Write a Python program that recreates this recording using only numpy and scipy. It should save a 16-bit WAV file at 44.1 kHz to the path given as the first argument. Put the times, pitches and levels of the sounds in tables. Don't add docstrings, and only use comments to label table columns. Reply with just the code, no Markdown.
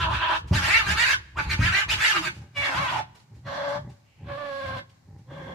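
import sys
import numpy as np
from scipy import signal
from scipy.fft import rfft, irfft, next_fast_len
from scipy.io import wavfile
from scipy.ndimage import uniform_filter1d, map_coordinates

SR = 44100
rng = np.random.default_rng(int(sys.argv[2]) if len(sys.argv) > 2 else 0)


def dump(signal):
    limited = np.clip(np.atleast_2d(signal).T, -1, 1)
    pcm = np.round(limited * 32767).astype(np.int16)
    wavfile.write(sys.argv[1], SR, pcm)


N = 244314
TIME = np.arange(N) / SR


def from_db(db):
    return np.exp(np.asarray(db) * (np.log(10) / 20))


def rms_one(x):
    return x / np.sqrt(np.mean(x ** 2) + 1e-20)


def butter(x, hz, kind, order=2):
    return signal.sosfilt(signal.butter(order, hz, kind, fs=SR, output="sos"), x)


def follow(rows, t):
    times, *columns = np.transpose(rows)
    return [np.interp(t, times, column) for column in columns]


def colour(x, spectrum):
    hz, db = np.transpose(spectrum)
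    size = next_fast_len(x.shape[-1] + 4096)
    bin_hz = np.maximum(np.arange(size // 2 + 1) * SR / size, 1)
    gain = from_db(np.interp(np.log(bin_hz), np.log(hz), db))
    return irfft(rfft(x, size) * gain, size)[..., :x.shape[-1]]


def drift(rate, t):
    knots = rng.standard_normal(8192)
    coarse = t[::8]
    return np.interp(t, coarse, map_coordinates(knots, [(coarse - t[0]) * rate], order=2, mode="wrap"))


def even(x, window_s=.025):
    size = int(window_s * SR)
    power = uniform_filter1d(uniform_filter1d(x * x, size), size)
    return x / np.sqrt(np.abs(power) + 1e-14)


def gate_db(t, start, end, attack_s, release_s):
    return -30 * (np.maximum(start - t, 0) / attack_s + np.maximum(t - end, 0) / release_s)


def around(start, end):
    return TIME[(TIME >= start - .05) & (TIME <= end + .12)]


def cavity(x, hz, width_hz, block=64):
    radius = np.exp(-np.pi * width_hz / SR)
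    zeros = np.array([1, 0, -1]) * (1 - radius ** 2) / 2
    out, state = np.zeros(len(x)), np.zeros(2)
    for i in range(0, len(x), block):
        poles = [1, -2 * radius * np.cos(2 * np.pi * hz[i] / SR), radius ** 2]
        out[i:i + block], state = signal.lfilter(zeros, poles, x[i:i + block], zi=state)
    return out


def pulses(cycles, strength):
    at = np.flatnonzero(np.diff(np.floor(cycles)) > 0)
    late = (np.ceil(cycles[at]) - cycles[at]) / (cycles[at + 1] - cycles[at])
    out = np.zeros(len(cycles))
    out[at] += strength[at] * (1 - late)
    out[at + 1] += strength[at] * late
    return rms_one(out)


def night(level_db=-60, apart_hz=500):
    # frequency in Hz, gain in dB.
    air_colour = [(18, -38), (30, -15.5), (111, 11.5), (443, -14), (767, -12), (1360, -17.5), (2240, -18),
                  (2490, -23), (3490, -27.5), (3980, -20.5), (7080, -24.5), (9190, -32.5), (15500, -36)]
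    mid, side = rng.standard_normal((2, N))
    air = mid + butter(side, apart_hz, "high", order=1) * np.array([[1], [-1]])
    return from_db(level_db) * rms_one(colour(air, air_colour))


def scatter(x, t60):
    t = TIME[:SR]
    cloud = rms_one(rng.standard_normal(SR) * (t > .002) * from_db(-60 * t / t60)) / np.sqrt(SR)
    return signal.oaconvolve(x, cloud[t < t60])[:N]


def porch(x, right_db=.6, front_db=-11, sides_db=1.4, tail_db=-19.5, shifts_per_s=.7):
    mid = x + from_db(front_db) * scatter(x, t60=.08)
    turn = 2 * np.pi * shifts_per_s * TIME
    shifting = scatter(x * np.cos(turn), t60=.125) + scatter(x * np.sin(turn), t60=.125)
    side = from_db(sides_db) * butter(shifting, 850, "high", order=1)
    near = np.array([mid + side, mid - side]) * from_db([[-right_db], [right_db]])
    yard = np.array([scatter(x, t60=.76) for _ in range(2)])
    return near + from_db(tail_db) * butter(yard, [250, 11000], "band", order=1)


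def board_bounces(x, delays_ms=(.7, 1.3, 2.3, 3.4), bounce=.59):
    centre = int(sum(delays_ms) * SR / 1000)
    x = np.r_[x, np.zeros(centre)]
    for ms in delays_ms:
        taps = np.r_[1, np.zeros(int(ms * SR / 1000)), -bounce]
        x = signal.lfilter(taps[::-1], taps, x + 1e-18)
    return x[centre:]


def claws(t60=.37, grain_db=4):
    # start in seconds, level in dB.
    scratches = [(0.478, -48.5), (2.345, -52), (3.153, -56), (3.346, -63), (3.686, -48), (3.895, -61),
                 (4.898, -64), (5.18, -69)]
    # frequency in Hz, gain in dB.
    grit_colour = [(400, 3), (900, -3.5), (2000, -1), (4000, -2.5), (7000, -7), (15000, -25.5)]
    envelope = np.zeros(N)
    for start, db in scratches:
        after = (TIME >= start) & (TIME < start + t60)
        envelope[after] += from_db(db - 60 * (TIME[after] - start) / t60)
    grit = rng.standard_normal(N) * from_db(grain_db * drift(500, TIME))
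    return rms_one(colour(grit, grit_colour)) * envelope


def thumps(soft_hz=190, gain_db=-2.8, tumble_db=-31, tumble_t60=.36):
    # start in seconds, relative level in dB.
    hits = [(0.51, -7), (0.542, -10.5), (0.885, -21), (1.465, -24.5), (1.591, -7), (1.627, -15.5),
            (2.755, -26)]
    # frequency in Hz, gain in dB, seconds to fall by 60 dB.
    deck_modes = [(58, -17.5, 0.18), (83, -14, 0.49), (104, -9.5, 0.15), (121, -0.5, 0.053),
                  (172.6, -11, .28), (224.7, -19.5, 0.15), (285, -10.5, 0.12), (380, -9.5, .1),
                  (555, -1, .1)]
    force, boards = np.zeros(N), np.zeros(N)
    for start, db in hits:
        decay_db = tumble_db - 60 * np.clip(TIME - start, 0, 1) / tumble_t60
        tumble = (TIME > start) * from_db(decay_db) * rng.standard_normal(N)
        tumble[int(start * SR)] = 1
        force -= from_db(db + gain_db) * tumble
    force = butter(force, soft_hz, "low", order=3)
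    for hz, db, t60 in deck_modes:
        radius, angle = from_db(-60 / (t60 * SR)), 2 * np.pi * hz / SR
        poles = [1, -2 * radius * np.cos(angle), radius ** 2]
        boards += from_db(db) * signal.lfilter([0, np.sin(angle)], poles, force)
    return butter(boards, 55, "high", order=4)


def growl(rate_hz=64, air=1.3, chest_gain=3.0, tussle_db=-2.0, standoff_db=-.6):
    # start and length in seconds, relative level in dB, chest resonance in Hz.
    growls = [(0.0, .17, -27.5, 94), (0.445, .02, -35, 105), (0.76, .08, -38, 98), (0.875, .07, -29, 96),
              (1.125, .08, -42, 108), (1.37, .035, -33, 98), (1.465, .1, -29, 100), (1.87, .12, -34.5, 96),
              (2.17, .13, -42, 165), (2.375, .05, -40, 118), (2.588, .025, -37, 106),
              (2.76, .055, -35, 140), (2.91, .09, -39.5, 125), (3.32, .08, -46, 112),
              (3.455, .035, -38.5, 130), (3.57, .11, -49, 170), (3.76, .14, -39, 125),
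              (4.22, .11, -38.5, 120), (4.66, .11, -37.5, 113), (5.08, .125, -45.5, 115),
              (5.29, .25, -42, 155)]
    # start and end in seconds, relative level in dB.
    rumbles = [(0.0, 1.08, -43), (1.1, 2.42, -49), (2.42, 3.13, -52), (3.32, 3.92, -53), (4.19, 4.89, -55)]
    # frequency in Hz, gain in dB.
    tussle_colour = [(15, -39.5), (25, -6), (64, 7), (83, -1), (179, -7.5), (237, -17.5), (319, -13),
                     (375, -14), (446, -25), (480, -14), (620, -42), (1060, -120)]
    standoff_colour = [(21, -52), (35, -20), (80, 3.5), (125, 0), (233, -9), (443, -16.5), (499, -27),
                       (591, -13), (666, -41), (788, -12.5), (1250, -39.5), (2000, -29.5), (2600, -78),
                       (4400, -120)]
    spells = [(start, start + length, db) for start, length, db, _ in growls] + list(rumbles)
    coarse = TIME[::32]
    power = sum(from_db(db + gate_db(coarse, start, end, attack_s=.055, release_s=.11)) ** 2
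                for start, end, db in spells)
    level_db = np.interp(TIME, coarse, 10 * np.log10(power + 1e-12))
    chest_hz, = follow([(start + length / 2, hz) for start, length, _, hz in growls], TIME)
    cycles = np.cumsum(rate_hz * from_db(2.5 * drift(70, TIME))) / SR
    source = pulses(cycles, from_db(4 * drift(90, TIME))) + air * rng.standard_normal(N)
    chest = butter(source + chest_gain * cavity(source, chest_hz, width_hz=35), 42, "high", order=3)
    tussle = from_db(tussle_db) * even(colour(chest, tussle_colour))
    standoff = from_db(standoff_db) * even(colour(chest, standoff_colour))
    apart = np.clip((TIME - 2.1) / .2, 0, 1)
    return from_db(level_db) * ((1 - apart) * tussle + apart * standoff)


def hiss(band_hz=(2200, 3000)):
    # time in seconds, level in dB.
    breath = [(3.98, -91.5), (4.08, -70), (4.18, -69.5), (4.26, -63), (4.32, -90)]
    level_db, = follow(breath, TIME)
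    return from_db(level_db) * rms_one(butter(rng.standard_normal(N), band_hz, "band"))


def grunt():
    # time in seconds, pitch in Hz, level in dB.
    contour = [(2.13, 383, -58), (2.17, 347, -39.5), (2.21, 309, -33.5), (2.245, 352, -61),
               (2.28, 365, -43), (2.32, 335.5, -55)]
    pitch, level_db = follow(contour, TIME)
    phase = 2 * np.pi * np.cumsum(pitch * (1 + .014 * drift(170, TIME))) / SR
    sounding = (TIME > contour[0][0]) & (TIME < contour[-1][0])
    return np.sqrt(2) * np.sin(phase) * from_db(level_db) * sounding


def larynx(t, pitch, rough, doubling, clear_hz, air, wobble, jitter=.03, shimmer=.6):
    waver = jitter * rough * drift(300, t) + wobble * rough * drift(70, t) + .00368 * drift(110, t)
    cycles = np.cumsum(pitch * (1 + waver)) / SR
    alternation = doubling * np.cos(np.pi * cycles) * from_db(2.1 * drift(11, t))
    strength = 1 + alternation + shimmer * rough * drift(500, t)
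    tone = butter(pulses(cycles, strength), clear_hz, "low", order=3)
    puffs = rms_one(rng.standard_normal(len(t)) * (1 + .49 * np.cos(2 * np.pi * cycles)))
    breathy_top = .76 * butter(puffs, clear_hz, "high", order=4)
    return np.sqrt(1 - rough ** 2) * tone + air * rough ** .5 * puffs + breathy_top


def spit(t, pops_per_s=450, low_hz=4800):
    pops = rng.random(len(t)) < pops_per_s * from_db(6 * drift(30, t)) / SR
    return rms_one(butter(pops * rng.standard_normal(len(t)) + 1e-18, low_hz, "high"))


def jaws(x, t, mouth_hz, wander=.099):
    resonances = [(2800, 230), (3700, 170), (4900, 340), (6400, 330), (8800, 130), (12200, 150)]
    lift = (mouth_hz / 1700) ** .083
    return sum(cavity(x, np.minimum(hz * lift * (1 + wander * drift(48, t)), SR / 3), width)
               for hz, width in resonances)


def snout(x):
    # centre and width in Hz, gain in dB.
    resonances = [(1630, 120, -4), (2130, 90, -3), (2880, 110, -9), (3380, 150, 6), (4170, 170, -2),
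                  (5730, 200, 1), (7050, 500, -3), (12000, 1200, -2)]
    return sum(from_db(db) * signal.lfilter(*signal.iirpeak(hz, hz / width, fs=SR), x)
               for hz, width, db in resonances)


def cry(t, levels, voice, throat, *, doubling, clear_hz, air, wobble, rattle_hz, rattle_db,
        mouth_gain, mouth_width_hz, gape, nasal, gain_db):
    pitch, rough, mouth_hz = voice
    flap = np.sin(2 * np.pi * np.cumsum(rattle_hz * (1 + .26 * drift(60, t))) / SR)
    source = larynx(t, pitch, rough, doubling, clear_hz, air, wobble) * from_db(rattle_db * rough * flap)
    source += .6 * rough * spit(t)
    source += gape * jaws(source, t, mouth_hz)
    trembling_hz = mouth_hz * (1 + .084 * rough * drift(90, t))
    mouth = cavity(source, trembling_hz, mouth_width_hz)
    call = colour(source + mouth_gain * mouth + nasal * snout(source), throat)
    low, low_and_middle = [signal.sosfiltfilt(signal.butter(4, hz, fs=SR, output="sos"), call)
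                           for hz in (1300, 3600)]
    registers = low, low_and_middle - low, call - low_and_middle
    out = np.zeros(N)
    out[np.searchsorted(TIME, t)] = sum(even(band) * from_db(db + gain_db + 2.2 * rough * drift(35, t))
                                        for band, db in zip(registers, levels))
    return out


def held_cry(shape, contour, throat, arch_db=2.0, **settings):
    start, end, attack_s = shape[:3]
    t = around(start, end)
    from_middle = np.clip((t - start) / (end - start), 0, 1) - .5
    envelope_db = gate_db(t, start, end, attack_s, release_s=.06) - arch_db * (2 * from_middle) ** 2
    levels = [db + swell * from_middle + envelope_db for db, swell in zip(shape[3:6], shape[6:])]
    return cry(t, levels, follow(contour, t), throat, **settings)


def standoff_cries():
    # start, end and attack in seconds, relative low, middle and high levels at mid-cry
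    # in dB, then the swell of each from start to end in dB.
    rasp_shape = (2.57, 2.994, .03, -36, -33.2, -48.8, 10, -4, -3)
    moan_shape = (3.47, 3.769, .03, -33, -43.5, -52, 11, 0, 0)
    whine_shape = (4.295, 4.787, .065, -36, -44.5, -55.5, -1.5, 5, 9)
    hoarse_shape = (5.31, 5.54, .05, -42, -50.5, -65.5, 4, 4, 3)
    # time in seconds, pitch in Hz, roughness 0-1, mouth resonance in Hz.
    rasp_voice = [(2.57, 583, .3, 2320), (2.62, 580, .5, 2010), (2.68, 578, .9, 2020),
                  (2.75, 483, .66, 1250), (2.82, 569, .48, 1090), (2.88, 500, .92, 1020),
                  (2.97, 462, .75, 920), (3.02, 370, .88, 720)]
    moan_voice = [(3.46, 570, .15, 1413), (3.55, 564, .83, 910), (3.59, 574, .36, 607),
                  (3.70, 565, .3, 565), (3.78, 593, .3, 584)]
    whine_voice = [(4.26, 550, .91, 877), (4.33, 574, .48, 1120), (4.41, 583, .25, 1150),
                   (4.50, 558, .2, 1190), (4.60, 545, .15, 1090), (4.66, 534, .52, 1065),
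                   (4.77, 523, .64, 1034), (4.82, 490, .7, 980)]
    hoarse_voice = [(5.28, 550, .58, 1000), (5.40, 552, .67, 1050), (5.54, 531, .59, 1040)]
    # frequency in Hz, gain in dB.
    rasp_throat = [(150, -30), (260, -4), (324, -5), (495, -23), (567, -4), (661, -1), (913, -1.5),
                   (1160, -8.5), (1260, -8.5), (1680, -13.5), (2750, -15.5), (3550, -13), (11100, -35),
                   (15000, -49)]
    moan_throat = [(140, -52), (240, -15), (280, -13), (364, -31.5), (505, -17.5), (580, -13), (666, -4),
                   (909, -4), (1380, -16.5), (1640, -9), (2400, -25.5), (4240, -29.5), (9400, -56),
                   (11800, -57), (15000, -79)]
    whine_throat = [(140, -30), (240, -7.5), (455, -29.5), (551, -2.5), (643, -16), (752, -8.5),
                    (942, -24.5), (1060, -9), (1240, -19), (1640, -4.5), (1950, -11), (4240, -28),
                    (6210, -45), (11600, -53.5), (15000, -67)]
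    hoarse_throat = [(140, -33), (240, -4.5), (440, -17), (532, -3), (611, -13.5), (1120, -11.5),
                     (1350, -17), (1640, -10.5), (2660, -28), (3330, -24), (3760, -28), (11200, -48),
                     (15000, -60)]
    rasp = held_cry(rasp_shape, rasp_voice, rasp_throat, gain_db=1.5,
                    doubling=.18, clear_hz=3240, air=.74, wobble=.0394, rattle_hz=65.2, rattle_db=1,
                    mouth_gain=2.34, mouth_width_hz=250, gape=.82, nasal=.2)
    moan = held_cry(moan_shape, moan_voice, moan_throat, gain_db=.66,
                    doubling=.14, clear_hz=833, air=.68, wobble=.046, rattle_hz=76.8, rattle_db=.5,
                    mouth_gain=.87, mouth_width_hz=61, gape=.27, nasal=.98)
    hoarse = held_cry(hoarse_shape, hoarse_voice, hoarse_throat, gain_db=-1.3,
                      doubling=.22, clear_hz=1200, air=1.6, wobble=.066, rattle_hz=60, rattle_db=5,
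                      mouth_gain=.18, mouth_width_hz=220, gape=.05, nasal=1.4)
    whine = held_cry(whine_shape, whine_voice, whine_throat, gain_db=0,
                     doubling=.42, clear_hz=1730, air=.98, wobble=.049, rattle_hz=54, rattle_db=6,
                     mouth_gain=.73, mouth_width_hz=290, gape=.066, nasal=.55)
    return rasp + moan + whine + hoarse


def snarl():
    # time in seconds, relative low, middle and high levels in dB.
    levels = [(0.0, -37, -31.5, -47), (0.034, -36, -24.5, -48), (0.084, -24, -42.5, -55.5),
              (0.15, -34, -28.5, -47.5), (0.196, -39, -32.5, -54), (0.224, -29, -28, -58),
              (0.358, -26.5, -30.5, -47.5), (0.41, -53.5, -62, -60)]
    # time in seconds, pitch in Hz, roughness 0-1, mouth resonance in Hz.
    voice = [(0, 341, .5, 1440), (.09, 324, .55, 930), (.16, 380, .82, 1240), (.21, 332, .76, 980),
             (.37, 326, .65, 960)]
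    # frequency in Hz, gain in dB.
    throat = [(160, -54), (280, -25.5), (372, -21), (502, -44.5), (593, -10.5), (724, -21.5), (993, -2.5),
              (1120, -12), (1660, -11.5), (2030, -26), (2570, -20), (3640, -17.5), (4300, -18),
              (15000, -49.5)]
    t = TIME[TIME <= levels[-1][0]]
    return cry(t, follow(levels, t), follow(voice, t), throat, gain_db=-1.1,
               doubling=.54, clear_hz=4160, air=1.0, wobble=.04, rattle_hz=83.8, rattle_db=3.5,
               mouth_gain=.78, mouth_width_hz=37, gape=.9, nasal=.068)


def screams(shut_mouth_hz=900, shut_pitch_sag=.065, upper_lag_s=.014):
    # start and end in seconds, relative low, middle and high levels between yelps in dB.
    spans = [(0.523, 1.142, -34.5, -38, -40), (1.364, 1.836, -43, -41.5, -48),
             (1.882, 2.285, -41.5, -39, -42)]
    # time of widest gape and length in seconds, relative low, middle and high levels in dB,
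    # pitch in Hz, roughness 0-1, mouth resonance in Hz.
    yelps = [(0.528, .018, -33, -45, -50, 292, .3, 590), (0.562, .045, -45, -26, -30.5, 305, .45, 1730),
             (0.664, .08, -37.5, -26, -31.5, 275, .55, 1900),
             (0.752, .078, -37, -16.5, -30, 460, .42, 2050), (0.9, .055, -45, -22.5, -31.5, 412, .68, 1750),
             (1.015, .07, -42, -20, -29, 475, .55, 2050), (1.103, .07, -43, -18.5, -30.5, 540, .68, 1850),
             (1.392, .03, -28.5, -24, -42, 298, .65, 1540), (1.524, .036, -43, -25.5, -33, 293, .5, 2350),
             (1.658, .066, -37, -21.5, -35, 335, .48, 1750), (1.772, .082, -35, -20, -32.5, 410, .62, 1950),
             (1.922, .046, -39, -24, -28.5, 425, .75, 3100),
             (2.072, .094, -35.5, -18.5, -28, 442, .65, 1850),
             (2.166, .036, -30, -25, -31.5, 405, .58, 1250),
             (2.262, .042, -38.5, -27, -36.5, 325, .7, 1700)]
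    # frequency in Hz, gain in dB.
    throat = [(150, -47.5), (260, -13), (313, -7.5), (513, -21.5), (639, -2.5), (720, -7), (944, 0),
              (1060, -3), (1650, -0.5), (1960, -5.5), (2210, -3), (3370, -16), (3990, -15), (6870, -27.5),
              (15000, -46.5)]
    out = np.zeros(N)
    for start, end, *between_db in spans:
        t = around(start, end)
        own_yelps = [row for row in yelps if start < row[0] < end]
        widest_s, length, *yelp_db, wide_pitch, rough, wide_hz = np.transpose(own_yelps)
        gapes = .5 ** (np.abs(2 * (t[:, None] - widest_s) / length) ** 2.9)
        gates = [gate_db(t, start + lag, end, attack_s=.026, release_s=.075)
                 for lag in (0, upper_lag_s, upper_lag_s)]
        levels = [10 * np.log10(from_db(rest) ** 2 + gapes @ from_db(db) ** 2) + gate
                  for rest, db, gate in zip(between_db, yelp_db, gates)]
        opening = np.minimum(gapes.sum(axis=1), 1) ** .38
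        pitch = np.interp(t, widest_s, wide_pitch) * (1 - shut_pitch_sag * (1 - opening))
        mouth_hz = shut_mouth_hz * (np.interp(t, widest_s, wide_hz) / shut_mouth_hz) ** opening
        voice = pitch, np.interp(t, widest_s, rough), mouth_hz
        out += cry(t, levels, voice, throat, gain_db=-3.7,
                   doubling=.1, clear_hz=4600, air=.97, wobble=.04, rattle_hz=115, rattle_db=2.5,
                   mouth_gain=3.0, mouth_width_hz=100, gape=2.5, nasal=.017)
    return out


def scene():
    fight = snarl() + screams() + standoff_cries() + claws() + grunt() + hiss()
    return porch(board_bounces(fight)) + growl() + thumps() + night()


def record(dry):
    return signal.sosfilt(signal.ellip(10, .2, 80, 15550, fs=SR, output="sos"), dry)


dry = scene()
out = record(dry)
dump(out)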